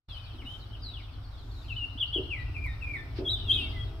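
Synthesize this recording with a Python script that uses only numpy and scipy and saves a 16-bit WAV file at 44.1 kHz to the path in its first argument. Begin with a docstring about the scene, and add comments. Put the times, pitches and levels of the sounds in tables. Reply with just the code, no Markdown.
"""A small bird whistles sweeping notes across a rocky pond, then a nearer, louder one sings.
Another steps down the scale and a distant flock chatters. Each note is one sliding tone,
scattered by the stones. Two low gulps, probably from a frog, swell quickly and echo.
Soft plops, scuffs, sizzles and a tick dot the scene. A low rumble and faint hiss, both made
of noise, lie underneath, and a far drone of stacked tones winds up late."""
import sys
import numpy as np
from scipy import signal
from scipy.fft import rfft, irfft
from scipy.io import wavfile
from scipy.ndimage import uniform_filter1d

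SR = 44100
rng = np.random.default_rng(int(sys.argv[2]) if len(sys.argv) > 2 else 0)


def put_to_file(sound):
    """Save the sound as 16-bit audio at rate SR, in the file named by the first command-line argument."""
    columns = np.atleast_2d(sound).T  # one column per channel
    safe = np.clip(columns, -1, 1)
    whole_steps = np.round(safe * 32767)
    wavfile.write(sys.argv[1], SR, whole_steps.astype(np.int16))


N = 176400  # 4 seconds

# Each song has one list per note. Each row: time in seconds, pitch in Hz, relative level in dB.
NEAR_NOTES = [
    [(1.682, 3220, -42), (1.708, 2740, -32.5), (1.728, 2597, -32.5), (1.742, 2440, -42)],
    [(1.753, 2590, -52), (1.767, 3017, -29), (1.80, 2862, -33), (1.845, 2777, -26), (1.858, 2840, -33.5)],
    [(1.975, 2900, -35.5), (1.986, 3450, -33), (1.999, 3570, -31.5), (2.006, 3430, -22),
     (2.019, 3170, -19.5), (2.038, 2794, -25)],
    [(2.128, 2946, -31.5), (2.137, 3377, -29), (2.153, 3300, -21.5), (2.17, 2990, -21.5),
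     (2.192, 2758, -27.5)],
    [(2.29, 3080, -49), (2.312, 2802, -26), (2.345, 2270, -32.5), (2.375, 2000, -40.5), (2.43, 1925, -39)],
    [(2.541, 2780, -47), (2.562, 2450, -31.5), (2.58, 2400, -34), (2.597, 2400, -45), (2.635, 2400, -37)],
    [(2.638, 2440, -31), (2.657, 2270, -28.5), (2.685, 1870, -43), (2.742, 1830, -40)],
    [(2.812, 2816, -44.5), (2.835, 2450, -33), (2.875, 2416, -35.5), (2.92, 2356, -35)],
    [(2.933, 2340, -24.5), (2.948, 2240, -26.5), (2.976, 1800, -39.5), (3.008, 1765, -41)],
    [(3.25, 3410, -37.5), (3.281, 3235, -21.5), (3.291, 3660, -20), (3.303, 4010, -24), (3.319, 3940, -24),
     (3.337, 3590, -17), (3.358, 3515, -27)],
    [(3.468, 3440, -37), (3.487, 3280, -28.5), (3.511, 3130, -12.5), (3.524, 3545, -21.5),
     (3.538, 3880, -23), (3.557, 3360, -21), (3.585, 2955, -28), (3.62, 2740, -32.5), (3.665, 2720, -40)],
    [(3.778, 3335, -54), (3.812, 3290, -34.5), (3.842, 3286, -43)],
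]
FAR_NOTES = [
    [(.085, 3560, -57), (.11, 3450, -41.5), (.121, 3294, -39.5), (.165, 3006, -37.5), (.182, 3035, -36.5)],
    [(.383, 3300, -51), (.398, 3020, -43.5), (.413, 2810, -45), (.424, 2200, -50), (.438, 1940, -58)],
    [(.455, 2750, -42.5), (.472, 2940, -40.5), (.50, 3057, -37.5), (.535, 3138, -43), (.572, 3165, -49.5)],
    [(.708, 3050, -46), (.732, 3016, -52), (.74, 3313, -44), (.753, 2880, -45), (.768, 2490, -58)],
    [(.818, 5050, -56), (.836, 4680, -35), (.853, 4170, -46), (.888, 3904, -37), (.918, 3790, -53),
     (.942, 3504, -38.5), (.972, 2950, -44.5), (.992, 2550, -52.5), (1.02, 1920, -52)],
]
FALLING_NOTES = [
    [(3.362, 3207, -38), (3.39, 3025, -46), (3.438, 2990, -45.5)],
    [(3.445, 2840, -44), (3.49, 2709, -46), (3.522, 2708, -39)],
    [(3.53, 2630, -39), (3.555, 2543, -42.5), (3.618, 2536, -40.5)],
    [(3.626, 2440, -49), (3.65, 2280, -45), (3.683, 2200, -49)],
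    [(3.733, 2107, -48), (3.77, 2020, -44), (3.818, 1963, -49)],
]
# Far chirps. Each row: start and length in seconds, first and last pitch in Hz, relative level in dB.
CHIRPS = [(0.151, 0.11, 2600, 2374, -55.5), (0.261, 0.062, 3450, 3010, -51),
          (1.233, 0.033, 4900, 4070, -55), (1.378, 0.028, 4156, 3960, -53), (1.513, 0.025, 4500, 4030, -52),
          (1.629, 0.037, 4900, 3910, -48), (1.717, 0.027, 3600, 4270, -53), (1.89, 0.023, 3480, 4120, -50),
          (2.05, 0.039, 3700, 4740, -48), (2.231, 0.015, 3900, 4400, -50), (2.394, 0.032, 3700, 4900, -51),
          (2.465, 0.04, 2850, 2464, -48)]
def birds():
    """Three singers and scattered chirps; the farther the bird, the more of its sound is echo."""
    chirps = [[(s, first, db), (s + length, last, db)] for s, length, first, last, db in CHIRPS]
    return (from_db(-9) * outdoors(whistle(NEAR_NOTES), pan_db=3, rocks_db=-1.5, tail_db=-7)
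            + from_db(-8) * outdoors(whistle(FAR_NOTES), pan_db=3, rocks_db=-1, tail_db=-4.5)
            + from_db(-8) * outdoors(whistle(FALLING_NOTES), pan_db=.5, rocks_db=-1.5, tail_db=-6)
            + from_db(-11.5) * outdoors(whistle(chirps), pan_db=3, rocks_db=2, tail_db=1))


# Overtones, the higher tones above a note. Each row: frequency in Hz, relative level in dB.
OVERTONE_COLOUR = [(3650, -2), (4100, -26), (4800, -32), (6200, -38.5), (7200, -37.5), (7800, -27),
                   (9600, -30.5), (11800, -27), (12800, -50), (15000, -38)]
# How the overtones rise and fall. Each row: time in seconds, added level in dB.
OVERTONE_BOOST = [(.5, 1), (1.8, -13), (2.1, -9.5), (2.35, -9), (2.6, -1), (3.0, -4.5), (3.55, 0)]
# How rough the whistles sound. Each row: time in seconds, amount from 0 to 1.
ROUGHNESS = [(.5, .2), (.9, .4), (1.8, .15), (2.35, .27), (2.95, .33), (3.3, .1)]
def whistle(notes, top_harmonic=6):
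    """Each note is a sliding, nearly pure tone with overtones, a slight tremble and a rasp."""
    edge_s, glide_s = .005, .0049
    clear_hz, raspy_hz = 1900, 2300  # the lowest notes have no rasp
    out, waver, flutter_db = np.zeros(N), .0041 * drift(250), 3 * drift(150)
    bright, rasp = from_db(in_time(OVERTONE_BOOST)[0]), in_time(ROUGHNESS)[0]
    jitter, shimmer = rasp * drift(420), rasp * drift(420)
    for note in notes:
        s, hz, db = np.transpose(note)
        n = np.arange(max(int((s[0] - edge_s) * SR), 0), min(int((s[-1] + edge_s) * SR), N))
        t = n / SR
        pitch = uniform_filter1d(np.interp(t, s, hz), int(glide_s * SR)) * (1 + waver[n])
        rough = np.clip((pitch - clear_hz) / (raspy_hz - clear_hz), 0, 1)
        phase = 2 * np.pi * np.cumsum(pitch) / SR + rough * jitter[n]
        rougher_phase = phase + .4 * rough * jitter[n]
        overtones = sum(from_db(at_hz(OVERTONE_COLOUR, k * pitch)) * (k * pitch < SR / 2)
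                        * np.sin(k * rougher_phase) for k in range(2, top_harmonic + 1))
        to_edge_s = np.minimum(t - t[0], t[-1] - t)
        fade = np.sin(np.pi / 2 * np.clip(to_edge_s / (2 * edge_s), 0, 1)) ** 2
        level = from_db(np.interp(t, s, db) + flutter_db[n]) * (1 + rough * shimmer[n])
        out[n] += np.sqrt(2) * fade * level * (np.sin(phase) + bright[n] * overtones)
    return out


# The gulps. Each row: start in seconds, pitch in Hz, level in dB.
GULP_NOTES = [(2.158, 368, -28), (3.186, 362.4, -27.5)]
# Their echoes off the stones. Each row: delay in seconds, level in dB compared with the gulp.
STONE_ECHOES = [(.022, -3), (.035, -2), (.054, -12.5), (0.077, -9)]
# Their rough, noisy body. Each row: frequency in Hz, relative level in dB.
GULP_COLOUR = [(200, -14), (270, 3.5), (370, -3.5), (480, -11), (620, -7), (690, -13)]
def gulps():
    """Probably a frog: a low note of a few cycles with a short rough body, repeated by echoes."""
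    rise_s, body_s = .0049, .037
    t, tone, body = np.arange(N) / SR, np.zeros(N), np.zeros(N)
    for s, hz, db in GULP_NOTES:
        age = np.maximum(t - s, 0)
        swell = (age / rise_s * np.exp(1 - age / rise_s)) ** 2
        phase = 2 * np.pi * hz * age
        tone += from_db(db) * swell * (np.sin(phase) + from_db(-29) * np.sin(2 * phase))
        body += from_db(db - 12.5) * np.sqrt(age / body_s) * np.exp(1 - age / body_s)
    echoes = sum(from_db(db) * delayed(tone, delay) for delay, db in STONE_ECHOES)
    middle, side = from_db(-1.5) * tail(tone, fade_s=.64)
    return tone + echoes + body * noise(GULP_COLOUR) + middle + .27 * side * [[1], [-1]]


# How loud the flock is. Each row: time in seconds, level in dB.
FLOCK_LEVEL = [(.1, -57), (.3, -55.5), (.4, -65.5), (.58, -54), (.75, -67.5), (1.0, -56), (1.3, -62.5),
               (1.65, -56.5), (1.9, -62.5), (2.4, -67), (2.9, -68), (3.4, -61.5), (3.65, -56), (4.0, -69)]
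def flock(per_second=45, low_hz=2708, high_hz=5204, chirp_s=.028, pitch_drop=.18):
    """Many far birds chirp downward at random, heard only through their echoes."""
    notes = []
    for when, height, length in rng.random((int(per_second * N / SR), 3)):
        start = when * (N / SR - 2 * chirp_s)
        hz = low_hz + height * (high_hz - low_hz)
        notes.append([(start, hz, 0), (start + chirp_s * (.5 + length), hz * (1 - pitch_drop), 0)])
    calls = whistle(notes, top_harmonic=1)
    scattered = rms_one(rocks(calls) + from_db(-4) * tail(calls))
    return from_db(in_time(FLOCK_LEVEL)[0]) * pan(3) * scattered


# The plops. Each row: loudest moment in seconds, pitch in Hz, level in dB.
PLOP_NOTES = [(0.349, 310, -44.5), (0.451, 226, -45), (1.958, 259, -39), (2.497, 318, -44.5)]
def plops(width_s=.0052):
    """Soft low blips, each a tone lasting only a few cycles."""
    t = np.arange(N) / SR
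    return sum(from_db(db) * np.exp(-((t - s) / width_s) ** 2) * np.sin(2 * np.pi * hz * (t - s))
               for s, hz, db in PLOP_NOTES)


# Scuffs and sizzles. Each row: loudest moment in seconds, level in dB, length in seconds.
SCUFF_PUFFS = [(2.67, -62, .012), (3.183, -48.5, 0.049)]
SIZZLE_PUFFS = [(.55, -72, 0.17), (1.6, -72.5, 0.44)]
# Their tone colours. Each row: frequency in Hz, relative level in dB.
DRY_COLOUR = [(900, -8), (2000, 4), (3000, 5), (5000, 6.5), (7000, -25), (15000, -29)]
THIN_COLOUR = [(5800, 5), (7200, 2.5), (9000, -16), (12000, 1), (13500, -28)]
def scuffs_and_sizzles():
    """Noise swells and fades: short for the dry scuffs, longer and higher for the sizzles."""
    t, out = np.arange(N) / SR, np.zeros((2, N))
    for puffs, colour in (SCUFF_PUFFS, DRY_COLOUR), (SIZZLE_PUFFS, THIN_COLOUR):
        swells = sum(from_db(db) * np.exp(-(2 * (t - s) / length) ** 2) for s, db, length in puffs)
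        out += swells * noise(colour)
    return out


# The tones in the tick. Each row: pitch in Hz, level in dB, seconds to fade by 60 dB.
TICK_TONES = [(1020, -44.5, 0.049), (13400, -57, .025), (15000, -62, .025)]
def tick(start_s=2.662):
    """A tiny knock with a glassy edge: three tones start together and die away fast."""
    age = np.maximum(np.arange(N) / SR - start_s, 0)
    return sum(from_db(db - 60 * age / fade_s) * np.sin(2 * np.pi * hz * age)
               for hz, db, fade_s in TICK_TONES)


# The drone's tones. Each row: full pitch in Hz, relative level in dB.
DRONE_TONES = [(264, -65.5), (328, -60), (388, -58), (444, -63.5), (511, -68.5), (655, -62), (770, -72)]
# How it winds up. Each row: time in seconds, share of full pitch, added level in dB.
WIND_UP = [(2.6, 0.54, -30), (2.75, 0.63, -14), (2.9, .78, -7), (2.95, 1, -3.5)]
def drone(flutter_db=3.5):
    """Perhaps a far engine: a faint stack of tones winds up and then holds, wavering."""
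    speed, rise_db = in_time(WIND_UP)
    return sum(from_db(db + rise_db + flutter_db * drift(12))
               * wavering_tone(hz * speed, waver=.01085, per_second=20) for hz, db in DRONE_TONES)


# The hum's tones and the rumble's tone colour. Each row: frequency in Hz, relative level in dB.
HUM_TONES = [(49, -8.5), (101, -8.5)]
RUMBLE_COLOUR = [(20, 1.5), (33, -7.5), (48, -1.5), (68, 0), (85, -1.5), (108, -1.5), (128, -6.5),
                 (150, -16.5), (185, -28)]
# How the two swell together. Each row: time in seconds, level in dB.
RUMBLE_SWELL = [(.1, -41.5), (1.6, -41), (1.72, -35.5), (1.95, -43), (2.15, -39.5), (2.42, -35.5),
                (2.78, -36), (3.05, -39.5), (3.22, -36.5), (3.4, -35), (3.9, -34), (4.0, -39.5)]
def rumble():
    """Deep noise with a wavering hum inside it."""
    hum = sum(from_db(db) * wavering_tone(hz, waver=.0492, per_second=18) for hz, db in HUM_TONES)
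    return from_db(in_time(RUMBLE_SWELL)[0]) * (.81 * noise(RUMBLE_COLOUR) + hum) * pan(.55)


# Tone colours of the rush and the hiss. Each row: frequency in Hz, relative level in dB.
RUSH_COLOUR = [(100, -30), (170, -9), (264, 1), (370, -5.5), (476, -12.5), (680, -46)]
HISS_COLOUR = [(450, -2.5), (700, 1), (1000, -2.5), (1350, 0), (1800, -9.5), (2800, -11), (4400, -14),
               (5400, -12.5), (6400, -29.5), (7800, -29), (8600, -23.5), (9600, -31.5), (15500, -24)]
# How each one swells. Each row: time in seconds, level in dB.
RUSH_SWELL = [(.1, -58.5), (.28, -62), (.37, -53.5), (.6, -56), (1.4, -59.5), (2.7, -60), (3.1, -54.5),
              (3.85, -52.5)]
HISS_SWELL = [(.1, -57), (1.4, -58.5), (2.5, -57), (3.1, -56), (3.7, -54), (4.0, -57.5)]
def background():
    """A far, low rush and an airy hiss, both wandering in level, join the rumble."""
    deep = rumble()
    rush = from_db(in_time(RUSH_SWELL)[0] + 3.4 * drift(7.6)) * noise(RUSH_COLOUR)
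    hiss = from_db(in_time(HISS_SWELL)[0] + .5 * drift(8.2)) * noise(HISS_COLOUR) * pan(1.3)
    left, right = deep + rush
    return np.array([left, delayed(right, .00014)]) + hiss


# Echoes from the banks. Each row: delay in seconds, relative level in dB.
BANK_ECHOES = [(.075, -18), (0.131, -22), (.2, -30.5)]
def outdoors(x, pan_db, rocks_db, tail_db):
    """A call reaches the left ear just before the right, then its duller echoes follow."""
    direct = np.array([x, delayed(x, .00004)])
    # Stones and leaves return little treble.
    dull = signal.sosfilt(signal.butter(1, 5460, fs=SR, output="sos"), x)
    banks = sum(from_db(db) * np.array([delayed(dull, s + lag) for lag in rng.uniform(0, .000964, 2)])
                for s, db in BANK_ECHOES)
    return pan(pan_db) * (direct + banks + from_db(rocks_db) * rocks(dull) + from_db(tail_db) * tail(dull))


def rocks(x, count=14, spread_s=.032):
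    """Quick echoes from nearby stones; the later ones are weaker."""
    out = np.zeros((2, N))
    for ear in out:
        for share, sign in zip(rng.random(count), rng.choice([-1, 1], count)):
            lag = 1 + int(share * spread_s * SR)
            ear[lag:] += sign * (1.5 - share) * x[:N - lag]
    return out / np.sqrt(count)


def tail(x, fade_s=.66):
    """A wash of echoes from all around, different at each ear, falling 60 dB in fade_s seconds."""
    t = np.arange(SR) / SR
    response = rng.standard_normal((2, SR)) * from_db(-60 * t / fade_s) * (1 - np.exp(-t / .0092))
    response /= np.sqrt(np.sum(response ** 2) / 2)
    return signal.fftconvolve(x[None], response, axes=1)[:, :N]


# How alike noise is at the two ears. Each row: frequency in Hz, likeness from 0 to 1.
EAR_LIKENESS = [(40, 0.94), (250, .93), (500, 0.55), (1000, 0.5), (2000, 0.015), (12000, 0.085)]
def noise(colour):
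    """Stereo noise of a given tone colour, fading steeply beyond its lowest and highest rows."""
    hz = np.arange(N // 2 + 1) * SR / N + 1e-3
    edges = 1 / (1 + (colour[0][0] / hz) ** 8) / (1 + (hz / colour[-1][0]) ** 8) ** .5
    middle, side = rfft(rng.standard_normal((2, N))) * from_db(at_hz(colour, hz)) * edges
    alike = at_hz(EAR_LIKENESS, hz)
    return rms_one(irfft(np.sqrt(1 + alike) * middle + np.sqrt(1 - alike) * side * [[1], [-1]], N))


def wavering_tone(hz, waver, per_second):
    """A pure tone whose pitch wanders; waver is a share of the pitch."""
    pitch = hz * (1 + waver * drift(per_second))
    return np.sqrt(2) * np.sin(2 * np.pi * np.cumsum(pitch) / SR)


def drift(per_second):
    """A random wander of about 1 either way."""
    points = rng.standard_normal(int(per_second * N / SR) + 2)
    return np.interp(np.arange(N) / SR * per_second, np.arange(len(points)), points)


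def from_db(db):
    """Turn decibels into a multiplier."""
    return 10 ** (np.asarray(db) / 20)


def rms_one(x):
    """Scale a sound to an average power of 1."""
    return x / np.sqrt(np.mean(x ** 2) + 1e-20)


def in_time(rows):
    """Join timed rows into one curve for each column after the time."""
    s, *columns = np.transpose(rows)
    return [np.interp(np.arange(N) / SR, s, c) for c in columns]


def at_hz(rows, hz):
    """Read between a table's frequencies, giving each octave equal room."""
    row_hz, value = np.transpose(rows)
    return np.interp(np.log(np.maximum(hz, 1)), np.log(row_hz), value)


def pan(db):
    """Multipliers that make the left ear db decibels louder than the right."""
    return from_db([[db / 2], [-db / 2]])


def delayed(x, s):
    """The same sound, s seconds later."""
    n = np.arange(N)
    return np.interp(n - s * SR, n, x, left=0)


def scene():
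    """Everything heard at the pond."""
    return birds() + flock() + gulps() + plops() + scuffs_and_sizzles() + tick() + drone() + background()


def record(dry):
    """The sound opens after a short near-silence, and the highest treble is cut."""
    opening = from_db(in_time([(.078, -45), (.0873, 0)])[0])
    return signal.sosfilt(signal.cheby2(16, 70, 16360, fs=SR, output="sos"), dry * opening)


dry = scene()
out = record(dry)
put_to_file(out)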